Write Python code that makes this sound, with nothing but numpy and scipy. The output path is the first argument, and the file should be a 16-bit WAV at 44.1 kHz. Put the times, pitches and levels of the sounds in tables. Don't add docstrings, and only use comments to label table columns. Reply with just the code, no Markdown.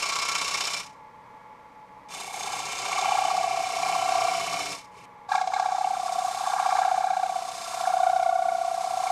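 import sys
import numpy as np
from scipy import signal
from scipy.fft import rfft, irfft, next_fast_len
from scipy.io import wavfile
from scipy.ndimage import uniform_filter1d, map_coordinates

SR = 44100
rng = np.random.default_rng(int(sys.argv[2]) if len(sys.argv) > 2 else 0)


def store_wav(level_fs):
    pcm = np.round(np.clip(np.atleast_2d(level_fs), -1, 1) * 32767)
    wavfile.write(sys.argv[1], SR, pcm.T.astype(np.int16))


N = 401751
T = np.arange(N) / SR

# (time [s], speed [turns/s])
LATHE_SPEED = [(0, 15.48), (.8, 15.55), (2.1, 15.655), (2.7, 15.306), (3.2, 15.5), (3.65, 15.53),
               (4.2, 15.393), (4.75, 15.935), (5.3, 16.236), (5.55, 16.265), (6.35, 15.828), (6.65, 15.854),
               (6.9, 15.774), (7.25, 15.77), (7.75, 15.449), (9.11, 15.481)]
# (start [s], end [s], plate ring [dB],
# upper ring [dB], tool rest ring [dB], gouge ring [dB], bounce of the hiss [dB],
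# lead of the hiss over the squeal [turns], lead of the plate ring [turns])
TOUCHES = [(-.05, 0.789, -5, -3.5, -20, -1.5, 3.7, 0, -.02),
           (2.083, 4.741, -4.5, -3, -14, -2.5, 2.4, 0.12, .18), (4.902, 5.1, 1, 2, 0, -4.5, 1, 0, 0),
           (5.283, 9.2, -4, -10.5, -26, -4, 2, 0, .18)]
LAST_CUT_S = TOUCHES[-1][0]


def squeal(turn, squareness=2.2, slip_rad=.28, jitter_s=.0003, scatter_s=.0012):
    # (delay [s], rise [s], fall [s], pitch offset [Hz], glide [Hz/s], slap [dB])
    sides = [(-.002, 0.0056, 0.0058, 23, -1500, .5), (.0005, 0.0045, 0.005, 16, -7000, -1)]
    # (delay [s], length [s], pitch [ratio], level [dB])
    stutter = (-.0095, 0.0041, 0.934, -8)
    # (pitch [Hz], width [Hz], level [dB])
    squeal_modes = [(681, 16, 0), (744, 28, -6)]
    # (pitch [Hz], width [Hz], level [dB])
    slap_modes = [(1370, 34, 15.5), (1370, 50, 6), (1630, 75, 1), (2180, 47, 10), (2336, 81, 4),
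                  (2720, 43, -1), (3700, 350, 1)]
    # (frequency [Hz], level [dB])
    radiation = [(450, -27), (600, -20), (665, 7), (800, -.5), (950, 8), (1300, -5)]
    halves = np.arange(1, int(2 * turn[-1]) + 1)
    times = np.interp(halves / 2, turn, T)
    side = (-1.) ** halves
    level_db, pitch, slap_db, lopsided_db = curves(chatter(), times)
    chance = rng.standard_normal((len(times), 7))
    sizes = engaged(times) * undb(level_db + lopsided_db / 2 * side + 0.7 * chance[:, 0])
    third_db = -14 + 4 * side * np.tanh(lopsided_db)
    tone, slaps, grit = np.zeros(N), np.zeros(N), rng.standard_normal(N)
    for i, (t, second_side, size, hz, luck) in enumerate(zip(times, halves % 2, sizes, pitch, chance)):
        delay_s, rise_s, fall_s, offset_hz, glide, side_db = sides[second_side]
        delay_s += jitter_s * luck[1]
        slip = slip_rad * luck[4]
        ragged = touch_number(t) == 1
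        if ragged:
            delay_s += .003 * (1 - second_side) + scatter_s * luck[1] / (1 + second_side)
            glide *= .4
            slip *= 3
        span, age = around(t)
        from_peak = age - delay_s
        width = np.where(from_peak < 0, rise_s, fall_s) * np.exp(.09 * luck[2])
        envelope = np.exp(-np.abs(from_peak / width) ** squareness)
        cycles = (hz + offset_hz + 3 * luck[3]) * age + glide * from_peak ** 2 / 2
        phase = 2 * np.pi * cycles + slip
        tone[span] += size * envelope * np.sin(phase)
        if ragged and not second_side:
            lag_s, length_s, ratio, stutter_db = stutter
            since = from_peak - lag_s - scatter_s * luck[5]
            blip = np.exp(-(since / length_s) ** 2) * np.sin(2 * np.pi * ratio * hz * since)
            tone[span] += size * undb(stutter_db + 2 * luck[6]) * blip
        buzz = np.sin(2 * phase) + undb(third_db[i]) * np.sin(3 * phase) + undb(-13) * np.sin(5 * phase)
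        slaps[span] += size * undb(slap_db[i] + side_db) * envelope ** 2 * (buzz + undb(-6.5) * grit[span])
    after_ring = ring(tone, squeal_modes) * undb(-4.2)
    flutter = colour(unit(tone) + after_ring, radiation) * np.std(tone) * undb(10)
    return flutter, band(ring(slaps, slap_modes), 1100, 5300) * np.std(slaps) * undb(3)


def chatter(roundness=1.35, hz_per_db=1.84, sag_hz_per_s=31, settle_s=.74):
    # (peak [s], level [dB], rise over the top 10 dB [s],
    # fall by 10 dB [s], pitch [Hz], slap [dB], first side over second [dB])
    swells = [(.3, -34, 0.44, 0.18, 1112, -2.5, -4), (2.199, -48.5, .12, 3, 810, -8, -6),
              (2.52, -33.3, .28, 0.17, 785, -11.5, -4), (3.119, -23.5, 0.22, 0.51, 776.5, -19, -2),
              (3.45, -32.5, 0.2, 0.4, 740, -21.5, -1), (3.86, -27.5, 0.08, 0.33, 762, -24, -3.5),
              (4.13, -26.5, 0.17, 0.23, 742, -18, 0), (4.27, -30, .1, 0.12, 732, -16, -1),
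              (4.57, -33.5, 0.15, .1, 738, -18, -3), (5.33, -20.3, .1, 0.085, 785, -4, -1),
              (5.42, -28.5, .07, 0.13, 770, -5, -7), (5.55, -23, .035, .26, 780, -5, -2),
              (5.87, -25.5, 0.36, 0.16, 773, -19.5, 1), (6.25, -29, 0.43, 0.08, 732, -18.5, 4),
              (6.6, -28, 0.25, 0.22, 784, 0, -7), (6.85, -22, 0.47, 0.2, 764, -10.5, 0),
              (7.13, -23.5, 0.4, .29, 764, -10, -2.5), (7.9, -27, .14, .12, 747, -10, -6),
              (8.06, -24, 0.22, 0.62, 734.5, -11.5, 1), (8.48, -34, .15, 0.5, 736, -5, 2),
              (9.13, -27.5, 0.52, .3, 748, -16, -1)]
    at = T[::200]
    peak_s, peak_db, rise_s, fall_s, hz, slap_db, lopsided_db = np.transpose(swells)[:, :, None]
    age = at - peak_s
    sunk_db = 10 * np.abs(age / np.where(age < 0, rise_s, fall_s)) ** roundness
    same_touch = touch_number(peak_s) == touch_number(at)
    power = undb(peak_db - sunk_db) ** 2 * same_touch + 1e-18
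    sunk_db = np.minimum(sunk_db, 20)
    settled = np.tanh(age / settle_s)
    traits = (hz - hz_per_db * sunk_db - sag_hz_per_s * age,
              slap_db - sunk_db + 3.5 * settled,
              lopsided_db + .6 * settled)
    blended = [np.average(trait, axis=0, weights=power) for trait in traits]
    return np.column_stack([at, 10 * np.log10(power.sum(axis=0))] + blended)


def shaving(turn, calm_db=-44, hard_slap_db=-8.5, rest_growth_db_per_s=1.5, mute_from_s=5.056):
    # (time [s], hiss [dB], fine hiss [dB])
    feed = [
        [(0.0, -32.5, -49), (0.618, -32.5, -49.5), (0.78, -35, -48.5)],
        [(2.12, -42, -53), (2.22, -42.5, -48.5), (2.29, -46.5, -52), (2.37, -41, -48), (2.92, -35.5, -51.5),
         (3.2, -37, -49.5), (3.5, -40, -53.5), (3.92, -36.5, -48.5), (4.05, -37.5, -49), (4.2, -36.5, -49.5),
         (4.66, -36.5, -49), (4.72, -38, -49)],
        [(4.95, -63, -72), (4.99, -58, -68)],
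        [(5.33, -41, -57), (5.47, -49, -69), (5.56, -44.5, -63), (5.85, -44.5, -57), (6.31, -41, -49),
         (6.75, -40, -52.5), (7.12, -47, -58.5), (7.77, -40, -48), (8.05, -45, -54.5), (8.42, -48.5, -57),
         (9.08, -41.5, -49.5)],
    ]
    # (frequency [Hz], level [dB])
    tearing = [(300, -15.5), (700, 0.5), (1500, -2.5), (1850, -6), (2700, -4.5), (3280, -7), (3650, -2),
               (4500, -1.5), (5500, -1.5), (6800, -2.5), (8000, -9.5), (9000, -17), (10000, -21.5),
               (15000, -38)]
    fine_tearing = [(6000, -27), (8800, 5), (9600, -3.5), (11000, -3), (13000, -12.5), (15300, -20)]
    # (pitch [Hz], width [Hz], level [dB])
    plate_modes = [(1017, 78, -4.5), (1127, 33, 7.5), (1346, 31, -1), (1606, 110, -4)]
    upper_modes = [(1927, 31, -2), (2204, 55, 3.5), (2345, 82, 3.5), (2640, 48, -2), (2722, 30, -1.5),
                   (2994, 54, -1)]
    # (pitch [Hz], width [Hz], level [dB], lean [dB per roll])
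    gouge_modes = [(3610, 117, 2, 3.5), (4033, 70, 0.5, -1.5), (4390, 90, -2.5, 0), (5015, 44, 3, 0.5),
                   (5220, 84, -3, -5), (5420, 43, 0, -8.5), (5580, 57, 1, 0), (6475, 114, 0, 7),
                   (6770, 82, -2, -1.5), (7430, 190, -3, 5), (8280, 69, -8.5, 9)]
    rest_modes = [(125.2, 5, 2, -1.5), (173.3, 6, 3.5, -2.5), (207, 17, -8.5, -1.5), (296, 10, 2.5, -1.5),
                  (406, 72, 0, 2), (456, 37, -4, 1), (550, 66, -1.5, 3.5)]
    touch = touch_number()
    hiss_db, fine_db = np.choose(touch, [curves(rows) for rows in feed])
    start, _, plate_db, upper_db, rest_db, steel_db, bounce_db, lead, plate_lead = np.array(TOUCHES)[touch].T
    level_db, _, slap_db, lopsided_db = curves(chatter())
    shake_db = np.maximum(level_db - calm_db, 0)
    plate_db = hiss_db + plate_db + .46 * shake_db
    upper_db = hiss_db + upper_db + .16 * shake_db
    rest_db = hiss_db + rest_db + rest_growth_db_per_s * (T - start)
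    bounce_db = bounce_db - .07 * shake_db + .28 * np.maximum(slap_db - hard_slap_db, 0)
    edge = bite(turn + lead, bounce_db, .7 * lopsided_db) * undb(.57 * walk(70) + .42 * walk(500))
    tear = fibres(turn, repeat=.15, grain_db=-.5) * edge
    steel_drive = fibres(turn, repeat=.26, grain_db=5.5) * edge
    plate_drive = fibres(turn, repeat=.66, grain_db=4) * bite(turn + plate_lead, 3.2, -4.5)
    upper_drive = fibres(turn, repeat=.26, grain_db=4) * bite(turn - .01, 4, -2.3)
    rest_drive = fibres(turn, repeat=.06, grain_db=1)
    steel = band(ring(steel_drive, rolled(gouge_modes)), 2880, 8800) * undb(steel_db)
    hiss = unit(colour(tear, tearing) + steel) * undb(hiss_db + .72)
    fine_hiss = colour(tear, fine_tearing) * undb(fine_db - 1.2)
    plate = band(ring(plate_drive, plate_modes), 860, 1433) * undb(plate_db)
    upper = band(ring(upper_drive, upper_modes), 2060, 3095) * undb(upper_db)
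    rest = band(ring(rest_drive, rolled(rest_modes)), 66, 660) * undb(rest_db)
    gate = (T < mute_from_s) | (T > LAST_CUT_S)
    return (hiss + fine_hiss + plate + upper + rest) * engaged() * gate


def fibres(turn, repeat, grain_db):
    fresh = rng.standard_normal(N) * undb(grain_db * walk(900))
    return np.sqrt(repeat) * figure(turn, size=int(N / turn[-1])) + np.sqrt(1 - repeat) * unit(fresh)


def figure(turn, size, cycle_turns=40):
    morph = 2 * np.pi * turn / cycle_turns
    place = [turn % 1 * size]
    first, second = (map_coordinates(pattern, place, order=3, mode="grid-wrap")
                     for pattern in rng.standard_normal((2, size)))
    return unit(np.cos(morph) * first + np.sin(morph) * second)


def bite(turn, depth_db, lopsided_db, snap=.28):
    angle = 4 * np.pi * turn
    dig = np.cos(angle) - snap * np.sin(2 * angle) - snap / 2 * np.cos(3 * angle)
    gain = undb(depth_db * dig + lopsided_db / 2 * np.cos(angle / 2))
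    return gain / np.sqrt(uniform_filter1d(gain ** 2, int(N / turn[-1])))


def rolled(modes):
    # (time [s], roll [-1 to 1])
    gouge_roll = [(.8, -0.92), (2.1, 0.8), (2.6, 0.9), (3.2, 0.095), (3.75, -0.56), (4.7, -1), (5.4, 0.17),
                  (6.3, 0.41), (9, 0.22)]
    roll = curves(gouge_roll)[0]
    return [(hz, width, db + lean_db * roll) for hz, width, db, lean_db in modes]


def knocks(rise_s=.00093, decay_s=.005):
    # (time [s], steel [dB], ping [dB])
    hits = [(5.292, -42.5, -57), (5.321, -36, -40), (5.354, -32, -32), (5.415, -34, -34),
            (5.475, -36.5, -39), (5.538, -32, -31.5), (5.598, -34, -40), (5.66, -40, -40),
            (6.705, -50, -36), (6.767, -40, -34), (8.232, -41, -36), (8.425, -48, -43), (8.488, -48, -33.5),
            (9.073, -38, -33.5)]
    # (pitch [Hz], width [Hz], level [dB])
    ping_modes = [(2178, 62, 2.5), (2310, 83, -1)]
    # (frequency [Hz], level [dB])
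    steel_colour = [(1500, -16), (2700, -6), (3200, -6), (3900, 6), (4400, -6), (4900, 1), (6000, -6),
                    (6800, -5.5), (8500, -15), (12000, -33)]
    steel, ping = np.zeros(N), np.zeros(N)
    for t, steel_db, ping_db in hits:
        span, age = around(t)
        envelope = np.exp(-np.where(age < 0, (age / rise_s) ** 2, age / decay_s))
        steel[span] += undb(steel_db) * envelope
        ping[span] += undb(ping_db) * envelope
    push = ping * sum(np.sin(2 * np.pi * hz * T + .72 * walk(150)) for hz, _, _ in ping_modes)
    return steel * colour(rng.standard_normal(N), steel_colour) + ring(push, ping_modes) * np.std(ping)


def skid(turn, start_ratio=2.15, drop=1.1, bend=1.3, rough_rad=.9):
    # (time [s], level [dB])
    skid_level = [(5.3, -35), (5.36, -35.5), (5.45, -50), (5.58, -39), (5.9, -48), (6.35, -45),
                  (6.75, -34.5), (7.1, -44), (7.5, -56), (7.88, -41.5), (8.3, -55)]
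    # (pitch [Hz], width [Hz], level [dB])
    skid_modes = [(920, 120, 4), (1160, 65, 2), (1355, 40, 2), (1630, 70, -3)]
    progress = np.minimum(2 * (turn % 1), 1)
    squeal_cycles = curves(chatter())[1] / (2 * curves(LATHE_SPEED)[0])
    cycles = squeal_cycles * (start_ratio * progress - drop * progress ** (bend + 1) / (bend + 1))
    envelope = np.sin(np.pi * progress ** .88) * undb(3.2 * walk(300))
    chirp = envelope * np.sin(2 * np.pi * cycles + rough_rad * figure(turn, size=44) + .6 * walk(600))
    sound = unit(unit(chirp) + undb(5) * ring(chirp, skid_modes))
    return sound * undb(curves(skid_level)[0]) * engaged() * (T > LAST_CUT_S)


def free_plate(throb_hz=6.7, sag_hz=17.8, sag_s=.221, fade_s=.033):
    # (start [s], end [s], pitch [Hz], level [dB], throb [dB])
    spells = [(0.857, 2.154, 861, -52.5, 5.5), (4.797, 5.301, 851, -53.5, 1.5)]
    beat = 2 * np.pi * throb_hz * T + .6 * walk(3)
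    note = 0
    for start, end, hz, db, throb_db in spells:
        throb = unit(undb(throb_db * (np.cos(beat) - np.cos(2 * beat) / 2) + walk(18)))
        pitch = hz - sag_hz * np.exp(np.minimum(T - end, 0) / sag_s)
        phase = 2 * np.pi * np.cumsum(pitch) / SR + .21 * walk(20)
        gate = np.clip(1 + np.minimum(T - start, end - T) / fade_s, 0, 1)
        note += throb * gate * undb(db) * np.sqrt(2) * np.sin(phase)
    return note


def lathe(turn, whirr_db=-51):
    # (pitch [Hz], level [dB])
    steady_tones = [(1012, -68), (1142, -63), (1380, -70), (1675, -72), (484, -65), (124.5, -70),
                    (188.3, -68)]
    # (frequency [Hz], level [dB])
    whirr_colour = [(25, -16), (70, -9), (120, -9), (280, -5.5), (350, -14), (475, -3.5), (770, -7.5),
                    (900, 3.5), (1150, -3.5), (1280, -11.5), (1550, -16), (2200, -10), (2700, -22.5),
                    (6500, -32.5), (15000, -44)]
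    tones = sum(undb(db + 1.7 * walk(12)) * np.sqrt(2) * np.sin(2 * np.pi * hz * T + .65 * walk(14))
                for hz, db in steady_tones)
    whirr = colour(fibres(turn, repeat=.49, grain_db=1), whirr_colour)
    return tones + whirr * undb(whirr_db + .25 * walk(7.8))


def workshop(x, t60_s=.25, damp_hz=5000):
    age = T[:SR // 2]
    tail = rng.standard_normal(len(age)) * undb(-60 * age / t60_s) * (age > .004)
    tail = signal.sosfilt(signal.butter(1, damp_hz, fs=SR, output="sos"), tail / np.sqrt(np.sum(tail ** 2)))
    return signal.fftconvolve(x, tail)[:N]


def engaged(at=T, attack_s=.041, release_db_per_s=209):
    start, end = np.array(TOUCHES)[touch_number(at), :2].T
    return np.clip((at - start) / attack_s, 0, 1) * undb(-release_db_per_s * np.maximum(at - end, 0))


def touch_number(at=T):
    return sum(at >= row[0] for row in TOUCHES[1:])


def around(t):
    span = slice(max(int((t - .025) * SR), 0), int((t + .035) * SR))
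    return span, T[span] - t


def ring(x, modes):
    return unit(sum(undb(db) * signal.lfilter(*signal.iirpeak(hz, hz / width, SR), x)
                    for hz, width, db in modes))


def colour(x, points):
    hz, db = np.transpose(points)
    size = next_fast_len(N)
    f = np.maximum(np.fft.rfftfreq(size, 1 / SR), 1)
    gain = undb(np.interp(np.log(f), np.log(hz), db))
    return unit(irfft(rfft(x, size) * gain, size)[:N])


def band(x, low_hz, high_hz):
    return unit(signal.sosfilt(signal.butter(3, [low_hz, high_hz], "bandpass", fs=SR, output="sos"), x))


def walk(rate_hz):
    step = int(SR / rate_hz)
    return unit(uniform_filter1d(np.repeat(rng.standard_normal(N // step + 1), step), step)[:N])


def curves(rows, at=T):
    times, *columns = np.transpose(rows)
    return [np.interp(at, times, column) for column in columns]


def undb(db):
    return 10 ** (np.asarray(db) / 20)


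def unit(x):
    return x / np.sqrt(np.mean(x ** 2))


def scene():
    turn = np.cumsum(curves(LATHE_SPEED)[0]) / SR
    flutter, slaps = squeal(turn)
    impacts = slaps + knocks()
    cut = shaving(turn) + skid(turn)
    room = workshop(undb(-18) * flutter + undb(-10) * impacts + undb(-15) * cut)
    return (flutter + impacts + cut + lathe(turn) + free_plate() + room)[None]


def record(dry):
    return signal.sosfilt(signal.ellip(10, .2, 80, 15250, fs=SR, output="sos"), dry)


dry = scene()
out = record(dry)
store_wav(out)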